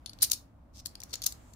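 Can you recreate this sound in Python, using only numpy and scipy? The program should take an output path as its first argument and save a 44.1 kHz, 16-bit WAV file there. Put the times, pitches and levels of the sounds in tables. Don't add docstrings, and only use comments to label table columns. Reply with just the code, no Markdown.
import sys
import numpy as np
from scipy import signal
from scipy.fft import rfft, irfft
from scipy.io import wavfile

SR = 44100
rng = np.random.default_rng(int(sys.argv[2]) if len(sys.argv) > 2 else 0)


def unload_wav(signal):
    wavfile.write(
        sys.argv[1],
        SR,
        np.round(np.clip(np.atleast_2d(signal).T, -1, 1) * 32767).astype(np.int16),
    )


N = 68355
EVENT_SAMPLES = 16384

# frequency_hz, gain_db
RUMBLE_COLOUR = [(25, -14.5), (45, -5), (68, 3), (88, -11), (108, -1), (135, -14), (290, -12), (400, -30.5),
                 (600, -22), (1200, -30.5), (2000, -46.5), (4000, -58), (15000, -63)]
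# time_s, level_db
RUB_LEVELS = [(0, -69.5), (.3, -59), (.55, -76.5), (.78, -76), (.9, -65), (1.1, -61.5), (1.33, -58.5),
              (1.55, -66.5)]
# frequency_hz, gain_db
SKIN_COLOUR = [(100, -4.5), (280, -4), (430, -8), (1200, -10.5), (2500, -18), (8000, -28.5)]
# pitch_hz, level_db
LOOSE_MODES = [(3943, -6.5), (5770, -6.5), (8713, 1), (9014, 0.5), (9708, 0), (10194, -1), (11943, 1.5),
               (14350, -4.5)]
# time_s, gain_db
LOOSE_RING = [(.19, -19.5), (.225, -8), (.3, -27)]
# time_s, gain_db
UNDER_RING = [(.14, -13.5), (.225, -26), (.32, -14)]
# frequency_hz, gain_db
CRACK_COLOUR = [(300, -31), (1500, -25.5), (3000, -11.5), (4100, -1.5), (6500, 1), (9000, -5.5),
                (13500, -1.5), (15800, -8)]
# start_s, level_db, tilt_db_per_octave, pan_left_db, pitch_hz, ring_over_crack_db
COIN_KNOCKS = [(0.0601, -32.5, -7.5, 10, 4295, -6), (0.0612, -35.5, -12, 6.5, 3590, -8),
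               (0.095, -35, -3, 5, 4540, 10), (0.1329, -42, -6.5, 6, 3830, -5.5),
               (0.188, -46, -9.5, 8, 4650, -7), (0.2205, -18, 2.5, 6, 10200, 1),
               (0.2238, -19, -2.5, 6.5, 4660, 0), (0.2261, -10.5, 4, 7.5, 10100, -1.5),
               (0.2298, -10, 2, -6, 9010, 2), (0.2992, -30.5, -4.5, 1, 6800, 4),
               (0.3129, -25.5, 3, 6, 6200, -10), (0.3155, -17.5, -0.5, 7.5, 6300, -7),
               (0.3174, -14, 2, 7.5, 4140, -6.5), (0.3308, -23, 4, 3, 4580, -7.5),
               (0.3340, -23.5, -2, 5, 4300, -6.5), (0.8588, -24, 3, 4, 4600, 1),
               (0.868, -34.5, 1, -0.5, 6560, -6.5), (.9537, -35.5, -3.5, 4.5, 4830, 2),
               (1.003, -35.5, -0.5, 0.5, 5700, -3), (1.0177, -43.5, -11, 13, 5970, -2),
               (1.028, -47.5, -5, 4, 2170, 2), (1.0348, -31.5, 1.5, 4.5, 6930, -2.5),
               (1.1303, -31, -9, 6, 4300, 0), (1.1386, -27, -9, 10, 5800, -3.5),
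               (1.1554, -32.5, -4.5, 12.5, 6900, 4), (1.219, -29, 1.5, 4.5, 4500, 3.5),
               (1.224, -33, -8, 1, 6460, -4), (1.238, -32, -7.5, 13, 6350, -1),
               (1.264, -14, 3.5, 7.5, 6840, -4), (1.267, -21.5, -0.5, -5, 7300, -4),
               (1.274, -29.5, -4, 5, 6000, 1), (1.3231, -32.5, -1, 5.5, 7940, -0.5),
               (1.5354, -45.5, -1.5, 7, 7480, 2.5)]
# start_s, swell_s, release_s, level_db, tilt_db_per_octave, pan_left_db, pitch_hz
RIM_STROKES = [(0.07, 0.0056, 0.013, -55.5, -17, 11, 5350), (0.199, 0.021, 0.008, -43, -12, -8, 4470),
               (.229, 0.012, 0.017, -25, -2.5, 2.5, 4800), (0.329, 0.0044, 0.0096, -30, -2, 6, 4260),
               (.729, 0.07, 0.015, -50, -8.5, 1, 4210), (.852, 0.0062, 0.017, -45, 1, 11, 4370),
               (1.08, 0.029, 0.023, -56, -5, 7, 4300), (1.127, 0.012, 0.012, -36, -5, 1.5, 4660),
               (1.233, 0.009, 0.013, -34.5, -3, 3, 6670), (1.257, 0.0073, 0.012, -27.5, -4, 3.5, 4460)]
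# start_s, level_db
PALM_KNOCKS = [(0.2258, -50), (0.2296, -42), (.3165, -58), (0.8588, -44.5), (1.264, -46.5)]
# frequency_hz, gain_db
PALM_COLOUR = [(100, -4.5), (230, 3.5), (600, 1), (1100, -5), (2500, -17.5)]
# time_s, level_db
SLIDE_LEVELS = [(1.3, -82.5), (1.38, -72.5), (1.5, -68.5), (1.55, -70.5)]
# frequency_hz, gain_db
HISS_COLOUR = [(1500, -15), (3000, -14), (5500, -9.5), (7400, 2), (9600, -11), (11700, -10), (15000, -22.5)]

CHATTER_T60_S, DAMPED_T60_S, NEIGHBOUR_T60_S = 0.011, 0.01, 0.018
LOOSE_T60_S, UNDER_T60_S = 0.049, 0.04
NEIGHBOUR_RANGE_HZ, NEIGHBOUR_DB = (3643, 13830), -8.5
UNDER_HZ, UNDER_GRIPPED_S = 10450, 0.5
KNOCK_GAIN = np.sqrt(SR / 1000)


def undb(db):
    return 10 ** (np.asarray(db) / 20)


def unit(x):
    return x / np.sqrt(np.sum(x ** 2, axis=-1, keepdims=True) + 1e-20)


def fade(t, t60):
    return np.exp(-np.log(1000) * t / t60)


def fader(levels, t, before_db=None):
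    return undb(np.interp(t, *np.array(levels).T, left=before_db))


def eq_curve(points, hz):
    points_hz, db = np.array(points).T
    return undb(np.interp(np.log(hz + 1), np.log(points_hz), db))


def colour(x, points):
    cepstrum = irfft(np.log(eq_curve(points, np.fft.rfftfreq(EVENT_SAMPLES, 1 / SR))))
    cepstrum[1:EVENT_SAMPLES // 2] *= 2
    cepstrum[EVENT_SAMPLES // 2 + 1:] = 0
    return irfft(rfft(x, EVENT_SAMPLES) * np.exp(rfft(cepstrum)))


def tilted(x, db_per_octave):
    return colour(x, [(4000, 0), (16000, 2 * db_per_octave)])


def add(out, x, start_s):
    i = int(start_s * SR)
    n = min(x.shape[1], N - i)
    out[:, i:i + n] += x[:, :n]


def rumble(level_db=-55, wide_above_hz=775):
    hz = np.fft.rfftfreq(N, 1 / SR)
    mid, side = rfft(rng.standard_normal((2, N)))
    width = hz / np.hypot(hz, wide_above_hz)
    stereo = mid + np.array([[1], [-1]]) * width * side
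    air = irfft(stereo * eq_curve(RUMBLE_COLOUR, hz), N)
    return undb(level_db) * np.sqrt(N) * unit(air)


def skin_friction(levels, tone):
    white = rfft(rng.standard_normal((2, N)))
    noise = irfft(white * eq_curve(tone, np.fft.rfftfreq(N, 1 / SR)), N)
    return np.sqrt(N) * unit(noise) * fader(levels, np.arange(N) / SR, before_db=-np.inf)


def ringing(modes, t60_s):
    t = np.arange(EVENT_SAMPLES // 4) / SR
    ring = np.zeros((2, len(t)))
    for hz, db in modes:
        sine = np.sin(2 * np.pi * (hz * t + rng.random((2, 1))))
        ring += undb(db) * unit(fade(t, t60_s) * sine)
    return unit(ring)


def ridges(hits_per_s=4000, scatter_db=3):
    hits = rng.random(EVENT_SAMPLES) < hits_per_s / SR
    strength = undb(scatter_db * rng.standard_normal(EVENT_SAMPLES))
    return hits * strength * rng.standard_normal((2, EVENT_SAMPLES))


def coin_contact(force, start_s, loose_coin, tilt_db, pan_left_db, pitch_hz, ring_db):
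    def excite(body):
        return unit(signal.fftconvolve(force, body, axes=1)[:, :EVENT_SAMPLES])
    overtone_hz = min(2.25 * pitch_hz, SR / 2)
    damped_coin = ringing([(pitch_hz, 0), (overtone_hz, -12)], DAMPED_T60_S)
    neighbours_hz = np.exp(rng.uniform(*np.log(NEIGHBOUR_RANGE_HZ), size=12))
    neighbours = ringing([(hz, 0) for hz in neighbours_hz], NEIGHBOUR_T60_S)
    under_coin = ringing([(UNDER_HZ, 0)], UNDER_T60_S)
    crack = unit(colour(force, CRACK_COLOUR))
    attack = crack + undb(ring_db) * excite(damped_coin) + undb(NEIGHBOUR_DB) * excite(neighbours)
    loose_ring = fader(LOOSE_RING, start_s) * excite(loose_coin)
    under_ring = (start_s < UNDER_GRIPPED_S) * fader(UNDER_RING, start_s) * excite(under_coin)
    pan = undb([[pan_left_db / 2], [-pan_left_db / 2]])
    return pan * unit(unit(tilted(attack, tilt_db)) + loose_ring + under_ring)


def clinks(loose_coin, touch_db=-7, right_lag_s=0.00012, chatter_rise_s=0.00027):
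    out, t = np.zeros((2, N)), np.arange(EVENT_SAMPLES) / SR
    touch = np.zeros((2, EVENT_SAMPLES))
    touch[0, 0] = touch[1, int(right_lag_s * SR)] = undb(touch_db)
    chatter = fade(t, CHATTER_T60_S) * (1 - np.exp(-t / chatter_rise_s))
    for start_s, level_db, *timbre in COIN_KNOCKS:
        force = touch + unit(ridges() * chatter)
        clink = coin_contact(force, start_s, loose_coin, *timbre)
        add(out, undb(level_db) * KNOCK_GAIN * clink, start_s)
    return out


def room_tail(close, level_db=-15, t60_s=0.185, build_s=0.006):
    t = np.arange(EVENT_SAMPLES) / SR
    tail = rng.standard_normal((2, EVENT_SAMPLES)) * fade(t, t60_s) * (1 - np.exp(-t / build_s))
    dull_tail = unit(tilted(tail, db_per_octave=-3))
    send = close.sum(axis=0, keepdims=True) / np.sqrt(2)
    return undb(level_db) * signal.fftconvolve(send, dull_tail, axes=1)[:, :N]


def rim_scrapes(loose_coin):
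    out, t = np.zeros((2, N)), np.arange(EVENT_SAMPLES) / SR
    for start_s, swell_s, release_s, level_db, *timbre in RIM_STROKES:
        pressure = np.interp(t, [0, swell_s, swell_s + release_s], [0, 1, 0]) ** 1.01
        scrape = coin_contact(ridges() * pressure, start_s, loose_coin, *timbre, ring_db=-10)
        add(out, undb(level_db) * np.linalg.norm(pressure) * scrape, start_s)
    return out


def palm_thuds():
    out, t = np.zeros((1, N)), np.arange(EVENT_SAMPLES) / SR
    for start_s, level_db in PALM_KNOCKS:
        force = rng.standard_normal((1, EVENT_SAMPLES)) * fade(t, CHATTER_T60_S)
        thud = unit(colour(force, PALM_COLOUR))
        add(out, undb(level_db) * KNOCK_GAIN * thud, start_s)
    return out


def stack_slide():
    return skin_friction(SLIDE_LEVELS, HISS_COLOUR)


def scene():
    bed = rumble() + skin_friction(RUB_LEVELS, SKIN_COLOUR) + stack_slide()
    loose_coin = ringing(LOOSE_MODES, LOOSE_T60_S)
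    close = clinks(loose_coin) + rim_scrapes(loose_coin) + palm_thuds()
    return close + room_tail(close) + bed


def record(dry):
    return signal.sosfilt(signal.ellip(8, 0.2, 70, 15500, fs=SR, output="sos"), dry)


dry = scene()
out = record(dry)
unload_wav(out)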